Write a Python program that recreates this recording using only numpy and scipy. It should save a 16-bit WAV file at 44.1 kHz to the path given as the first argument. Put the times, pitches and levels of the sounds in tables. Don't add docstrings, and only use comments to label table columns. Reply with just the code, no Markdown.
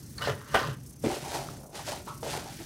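import sys
import numpy as np
from scipy import signal
from scipy.fft import rfft, irfft, next_fast_len
from scipy.io import wavfile

SR = 44100
rng = np.random.default_rng(int(sys.argv[2]) if len(sys.argv) > 2 else 0)


def natural_amplitude(level_db):
    exponent = np.asarray(level_db, float) / 20
    return 10 ** exponent


def inscribe(sig):
    pcm = np.round(np.clip(np.atleast_2d(sig).T, -1, 1) * 32767)
    wavfile.write(sys.argv[1], SR, pcm.astype(np.int16))


N = 116865


def rms_one(x):
    return x / np.sqrt(np.mean(x ** 2) + 1e-20)


def curves(rows):
    s, *columns = np.transpose(rows)
    return [np.interp(np.arange(N) / SR, s, c) for c in columns]


def moves(tables):
    rows = np.concatenate([np.array(rows, float) for rows in tables])
    s, level_db, *rest = rows[np.argsort(rows[:, 0])].T
    t = np.arange(N) / SR
    outside_s = np.maximum(s[0] - t, 0) + np.maximum(t - s[-1], 0)
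    fade_db = 400 * outside_s
    return [np.interp(t, s, level_db) - fade_db] + [np.interp(t, s, c) for c in rest]


def drift(rate_hz):
    r = np.exp(-80 * np.pi * rate_hz / SR)
    white = rng.standard_normal(N // 40 + 2002)
    slow = signal.lfilter([1], [1, -2 * r, r * r], white)[2000:]
    return np.interp(np.arange(N) / 40, np.arange(len(slow)), rms_one(slow - slow.mean()))


def butter(x, order, hz, kind="low"):
    return signal.sosfilt(signal.butter(order, hz, kind, fs=SR, output="sos"), x)


def resonate(x, hz, width_hz):
    r = np.exp(-np.pi * width_hz / SR)
    gain = (1 - r * r) / 2
    return signal.lfilter([gain, 0, -gain], [1, -2 * r * np.cos(2 * np.pi * hz / SR), r * r], x + 1e-18)


def ring(x, hz, q):
    tone = resonate(resonate(x, hz, hz / q), hz, 2 * hz / q)
    return tone / abs(tone).max()


def colour(sources, spectrum, patchy_db, rate_hz):
    hz, db = np.transpose(spectrum)
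    edges = 20 * 2 ** np.arange(0, 9.9, 1 / 3)
    out = 0
    for k, (low, high) in enumerate(zip(edges, edges[1:])):
        mid = np.sqrt(low * high)
        if hz[0] / 1.5 < mid < hz[-1] * 1.2:
            band = butter(sources[k % 2], 2, [low, high], "band")
            level_db = np.interp(np.log(mid), np.log(hz), db)
            out = out + band * natural_amplitude(level_db + patchy_db * drift(rate_hz))
    return rms_one(out)


def grains(per_s, spread_db, clump_db, smooth):
    born = rng.random(N) < per_s * natural_amplitude(clump_db * drift(40)) / SR
    sizes = born * natural_amplitude(spread_db * np.minimum(rng.exponential(1, N), 4))
    snaps = rms_one(sizes * rng.choice([-1, 1], (2, N)))
    return snaps + smooth * rng.standard_normal((2, N))


def cardboard(x, modes, widen):
    out = 0
    for k, (hz, width_hz, db) in enumerate(modes):
        out = out + (-1) ** k * natural_amplitude(db) * resonate(x, hz, widen * width_hz)
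    return rms_one(out)


def knocks(rows, hold, crack_db):
    out = np.zeros(N + SR)
    t = np.arange(SR // 2) / SR
    strike = 0.64
    noises = rng.standard_normal((len(rows), SR // 2))
    for (s, db, hz, q, t60), noise in zip(rows, noises):
        flurry = noise ** 3 / 4 * natural_amplitude(-60 * np.maximum(t / t60 - hold, 0))
        flurry[0] += strike * np.sqrt(SR * q / hz)
        crack = noise * natural_amplitude(crack_db - 60 * t / 0.01)
        out[int(s * SR):][:len(t)] += natural_amplitude(db) * (ring(flurry, hz, q) + crack)
    return out[:N]


# time in seconds, lift of the floor in dB, depth of pumping as a factor.
GATE_MOVES = [(0, 3, 0.66), (.17, 4, .25), (.33, 3.5, 0.15), (.48, -2, .9), (.52, 7, 0.1), (.76, -1.5, 1),
              (.84, 1.5, 0.9), (.99, -2.5, 1.1), (1.02, 2.5, 1), (1.55, 4, 0.53), (1.7, -3.5, 0.87),
              (1.75, 0.5, 0.8), (2.05, 1.5, 0.87), (2.21, 3.5, 0.96), (2.65, 4.5, 0.3)]


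def gate():
    return curves(GATE_MOVES)


# frequency in Hz, level in dB per Hz.
RUMBLE_SPECTRUM = [(20, -17), (35, -12), (65, 1.5), (125, -1), (280, -4.5), (520, -25), (700, -52)]
# frequency in Hz, level in dB per Hz.
AIR_SPECTRUM = [(500, -14.5), (900, -16.5), (1500, -7.5), (2400, -11), (3100, -11), (4200, -6.5),
                (5200, -6.5)]


def room_tone():
    rumble_db, air_db, air_gating = -51, -69.5, 2.55
    gate_db, _ = gate()
    rumble = butter(colour(rng.standard_normal((2, N)), RUMBLE_SPECTRUM, 1.0, 15), 4, 600)
    air = colour(rng.standard_normal((2, N)), AIR_SPECTRUM, 1.4, 13)
    return natural_amplitude(rumble_db + gate_db) * rumble + natural_amplitude(air_db + air_gating * gate_db) * air


# frequency in Hz, level in dB per Hz.
HISS_SPECTRUM = [(1760, -61), (3000, -63), (5140, 7.5), (6110, -3.5), (6720, -5), (8210, 2.5),
                 (15600, -7.5)]
# pitch in Hz, level in dB.
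WHINE_TONES = [(5895, -78), (6315, -72), (8118, -77)]


def hiss():
    hiss_db, flutter_hz, flutter_start_s, flutter_db, wander_db = -58.5, 31.2, .925, 4.5, 2.2
    t = np.arange(N) / SR
    gate_db, pumping = gate()
    swing = np.sin(2 * np.pi * flutter_hz * (t - flutter_start_s))
    pump = np.tanh(3 * (swing + .4 * drift(60)))
    noise = colour(rng.standard_normal((2, N)), HISS_SPECTRUM, 1.3, 40)
    noise = butter(noise, 4, 4400, "high")
    whine = 0
    for hz, db in WHINE_TONES:
        tone = rms_one(resonate(rng.standard_normal(N), hz, 11))
        whine = whine + natural_amplitude(db + 1.5 * drift(5.6)) * tone
    flutter = pumping * (flutter_db * pump + wander_db * drift(27))
    return natural_amplitude(hiss_db + gate_db + flutter) * noise + whine


# time in seconds, boom level in dB.
LEANING = [(0, -47.5), (.14, -51.5), (.3, -34), (.49, -55.5), (.55, -43), (.69, -37), (.82, -48.5),
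           (1.01, -51), (1.05, -29.5), (1.14, -53), (1.5, -45), (1.68, -58.5), (1.9, -45), (2.04, -54.5),
           (2.3, -43.5), (2.65, -56)]
# frequency in Hz, width in Hz, level in dB.
TABLE_MODES = [(105, 22, -9), (133.8, 20, -0.5)]


def table_boom():
    white = rng.standard_normal((2, N))
    level_db, = curves(LEANING)
    boom = 0
    for k, (hz, width_hz, db) in enumerate(TABLE_MODES):
        boom = boom + natural_amplitude(db) * rms_one(resonate(white[k], hz, width_hz))
    return natural_amplitude(level_db) * boom


# time in seconds, crackle level in dB.
PACK_MOVES = [
    [(.172, -67), (.182, -52), (.207, -49), (.211, -37), (.262, -39), (.278, -33.5), (.366, -52),
     (.448, -55), (.5, -47.5)],
    [(.51, -56), (.54, -43.5), (.546, -25), (.576, -37.5), (.62, -36), (.704, -46), (.745, -51), (.78, -87),
     (.86, -100)],
]
# frequency in Hz, level in dB per Hz.
PLASTIC_SPECTRUM = [(1300, -8), (1600, 0.5), (2200, -15.5), (3030, -9.5), (3650, -15.5), (4850, -15),
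                    (7000, -22.5), (15500, -34)]
# frequency in Hz, width in Hz, level in dB.
LID_MODES = [(420, 18, 7), (577, 30, 4.5), (904, 150, -6.5), (1034, 65, -0.5), (1210, 39, 5),
             (1348, 17, 3.5), (1470, 69, -4), (1846, 45, -5)]


def pack():
    level_db, = moves(PACK_MOVES)
    crackle = colour(grains(1100, 3.4, 3, .7), PLASTIC_SPECTRUM, 2.2, 27)
    lid = cardboard(grains(1200, 0.81, 4.3, 0.96)[0], LID_MODES, 0.84)
    return natural_amplitude(level_db) * (crackle + lid)


# start in seconds, peak in dB, pitch in Hz, sharpness as Q.
TAP_HITS = [(.1805, -32, 9300, 6), (0.182, -35, 6500, 6), (.2105, -37, 900, 1.3), (.272, -40, 5100, 4),
            (.2735, -18.5, 556, 2.1), (.2805, -18.5, 563, 2.4), (.285, -23, 425, 4.4),
            (.292, -27.5, 422, 5.6), (.3, -25, 573, 3.9), (0.319, -43, 440, 3), (0.353, -38, 9500, 12),
            (0.544, -28.5, 8800, 5.9), (0.636, -31, 1047, 19), (0.646, -48, 1110, 5.9),
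            (1.0385, -24, 520, 5.7), (1.04, -31, 8600, 5), (1.042, -21, 235, 2.6), (1.0494, -21, 490, 3.3),
            (1.06, -21.5, 292, 2), (1.064, -28, 606, 3.3), (1.069, -17.5, 294, 2.3), (1.083, -23, 370, 4.1),
            (1.099, -33, 334, 5.1), (1.102, -26, 830, 5.1), (1.107, -27, 764, 7.1), (1.115, -31, 795, 7),
            (1.141, -30.5, 790, 4.8), (.5425, -27, 770, 1.8), (.5455, -12.5, 990, 4),
            (.5465, -29, 2830, 6.7), (.552, -16, 705, 3), (.561, -21, 700, 3.9), (.686, -32.5, 140, 4.2),
            (1.225, -37, 138, 2.2), (1.795, -39, 806, 6), (1.81, -36, 760, 5.5), (2.2275, -31.5, 555, 3.4),
            (2.27, -35.5, 416, 3.5), (2.375, -31.5, 437, 3.8), (2.52, -40, 219, 2.9)]


def taps():
    out = np.zeros(N + SR)
    click = np.eye(1, SR // 8)[0]
    for s, db, hz, q in TAP_HITS:
        out[int(s * SR):][:len(click)] += natural_amplitude(db) * ring(click, hz, q)
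    return out[:N]


# start in seconds, peak in dB, pitch in Hz, sharpness as Q, t60 in seconds.
PACK_CLICKS = [(.181, -31.5, 4300, 16, 0.045), (.183, -36.5, 1310, 1.1, 0.065), (.211, -41, 580, 0.81, 0.2),
               (.221, -32, 2960, 27, 0.069), (.252, -28, 3500, 2.6, 0.099), (.2735, -31, 620, 0.78, 0.053),
               (.274, -29, 1470, 7.1, 0.08), (.281, -26.5, 408, 2.4, 0.1), (.414, -41, 1110, 5.2, 0.047),
               (.49, -53, 2890, 22, 0.37), (.523, -40, 1670, 2, .05), (.544, -18, 675, 2.3, 0.13),
               (.546, -17.5, 1540, 4.2, 0.08), (.546, -25, 2950, 5.7, 0.24), (.548, -25.5, 292, 0.91, .3),
               (.545, -30.5, 74, 1.44, 0.073), (.56, -28, 1025, 11, 0.28), (.61, -29.5, 1040, 5.9, 0.18),
               (.684, -29, 410, 0.86, 0.042)]


def pack_clicks():
    return knocks(PACK_CLICKS, hold=0.038, crack_db=-29)


TICK_TIMES = [.378, 0.736, 0.786, 0.812, 0.855, .912, 0.943, 1.539, 1.561, 2.066]


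def faint_ticks():
    ticks = np.full(N, 1e-18)
    ticks[(np.array(TICK_TIMES) * SR).astype(int)] += natural_amplitude(-33)
    return butter(ticks, 2, 4900)


# time in seconds, rustle level in dB, load on the walls in dB.
FOAM_DIGS = [
    [(1.016, -86, -11), (1.036, -54, -32), (1.042, -42.5, 8.5), (1.142, -39.5, 1.5), (1.186, -47, 3.5),
     (1.31, -42, -4.5), (1.35, -37, 2.5), (1.46, -49.5, 0.5), (1.71, -73, 18)],
    [(1.724, -61, 4), (1.756, -41.5, 2.5), (1.8, -43.5, -7), (1.845, -49, -10), (1.878, -35.5, -9),
     (1.94, -42.5, 0.5), (2.055, -60.5, 4.5), (2.078, -49.5, 6), (2.2, -65, -6)],
    [(2.222, -85, 17), (2.23, -46.5, 12), (2.322, -38, -3), (2.35, -37, -3), (2.438, -51, 2.5),
     (2.548, -47.5, -9), (2.575, -50.5, -15), (2.6, -49.5, -3), (2.65, -51, -10)],
]
# frequency in Hz, level in dB per Hz.
FOAM_SPECTRUM = [(530, -104), (900, -13.5), (1140, -24), (1420, -10), (2480, -12.5), (4940, -11.5),
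                 (7860, -17), (8550, -15), (15500, -31.5)]
# frequency in Hz, width in Hz, level in dB.
WALL_MODES = [(324, 51, -1), (452, 47, -2.5), (580, 18, 2.5), (800, 116, -6), (1450, 83, -16.5)]


def foam():
    level_db, load_db = moves(FOAM_DIGS)
    rustle = colour(grains(3000, 3.3, 3, .75), FOAM_SPECTRUM, 0.84, 25.0)
    walls = cardboard(grains(1500, 5.6, 0.94, 0.19)[0], WALL_MODES, 2.0)
    return natural_amplitude(level_db) * (rustle + natural_amplitude(load_db) * walls)


# start in seconds, peak in dB, pitch in Hz, sharpness as Q, t60 in seconds.
WALL_BUMPS = [(1.385, -34, 786, 5, 0.1), (1.045, -29, 2100, 1.9, 0.64), (1.062, -30, 290, 5.3, 0.15),
              (2.1, -43, 1100, 13, 0.23), (1.24, -31.5, 810, 3.6, 0.32), (1.33, -26.5, 763, 3, 0.36),
              (1.487, -33, 1230, 4.3, 0.012), (1.58, -43.5, 544, 2.3, 0.89), (1.79, -32, 766, 2.2, 0.12),
              (1.877, -29.5, 640, 3.2, 0.14), (1.918, -29, 710, 2.3, 0.13), (2.073, -33, 960, 5.9, 0.21),
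              (2.075, -37, 1310, 13, 0.2), (2.227, -30, 497, 2, 0.33), (2.332, -25, 816, 2.2, 0.33),
              (2.46, -39, 790, 5, 0.16), (2.589, -41.5, 314, 9.8, 0.4), (2.6, -40, 693, 4.1, 0.15),
              (1.539, -39.5, 734, 1.8, 0.015), (2.59, -42.5, 1730, 1.6, 0.19)]


def wall_bumps():
    return knocks(WALL_BUMPS, hold=0.081, crack_db=-38)


def room(x):
    size = next_fast_len(N + SR)
    hz = np.arange(size // 2 + 1) * SR / size
    t60 = 0.24 / (1 + hz / 6000)
    echo = 0
    for k, lag_s in enumerate(rng.uniform(.011, .04, 10)):
        loop = natural_amplitude(-60 * lag_s / t60) * np.exp(-2j * np.pi * hz * lag_s)
        echo = echo + (-1) ** k * loop / (1 - loop)
    return irfft(rfft(x, size) * echo, size)[:N]


def scene():
    near = pack() + taps() + pack_clicks() + faint_ticks() + foam() + wall_bumps()
    floor = room_tone() + hiss() + table_boom()
    return (near + natural_amplitude(-13) * room(near) + floor)[None]


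def top_cut(x):
    return signal.sosfilt(signal.butter(12, 15840, fs=SR, output="sos"), x)


def record(dry):
    top_hz = 15810
    mix = signal.sosfilt(signal.ellip(12, .5, 70, top_hz, fs=SR, output="sos"), dry)
    return top_cut(mix)


dry = scene()
out = record(dry)
inscribe(out)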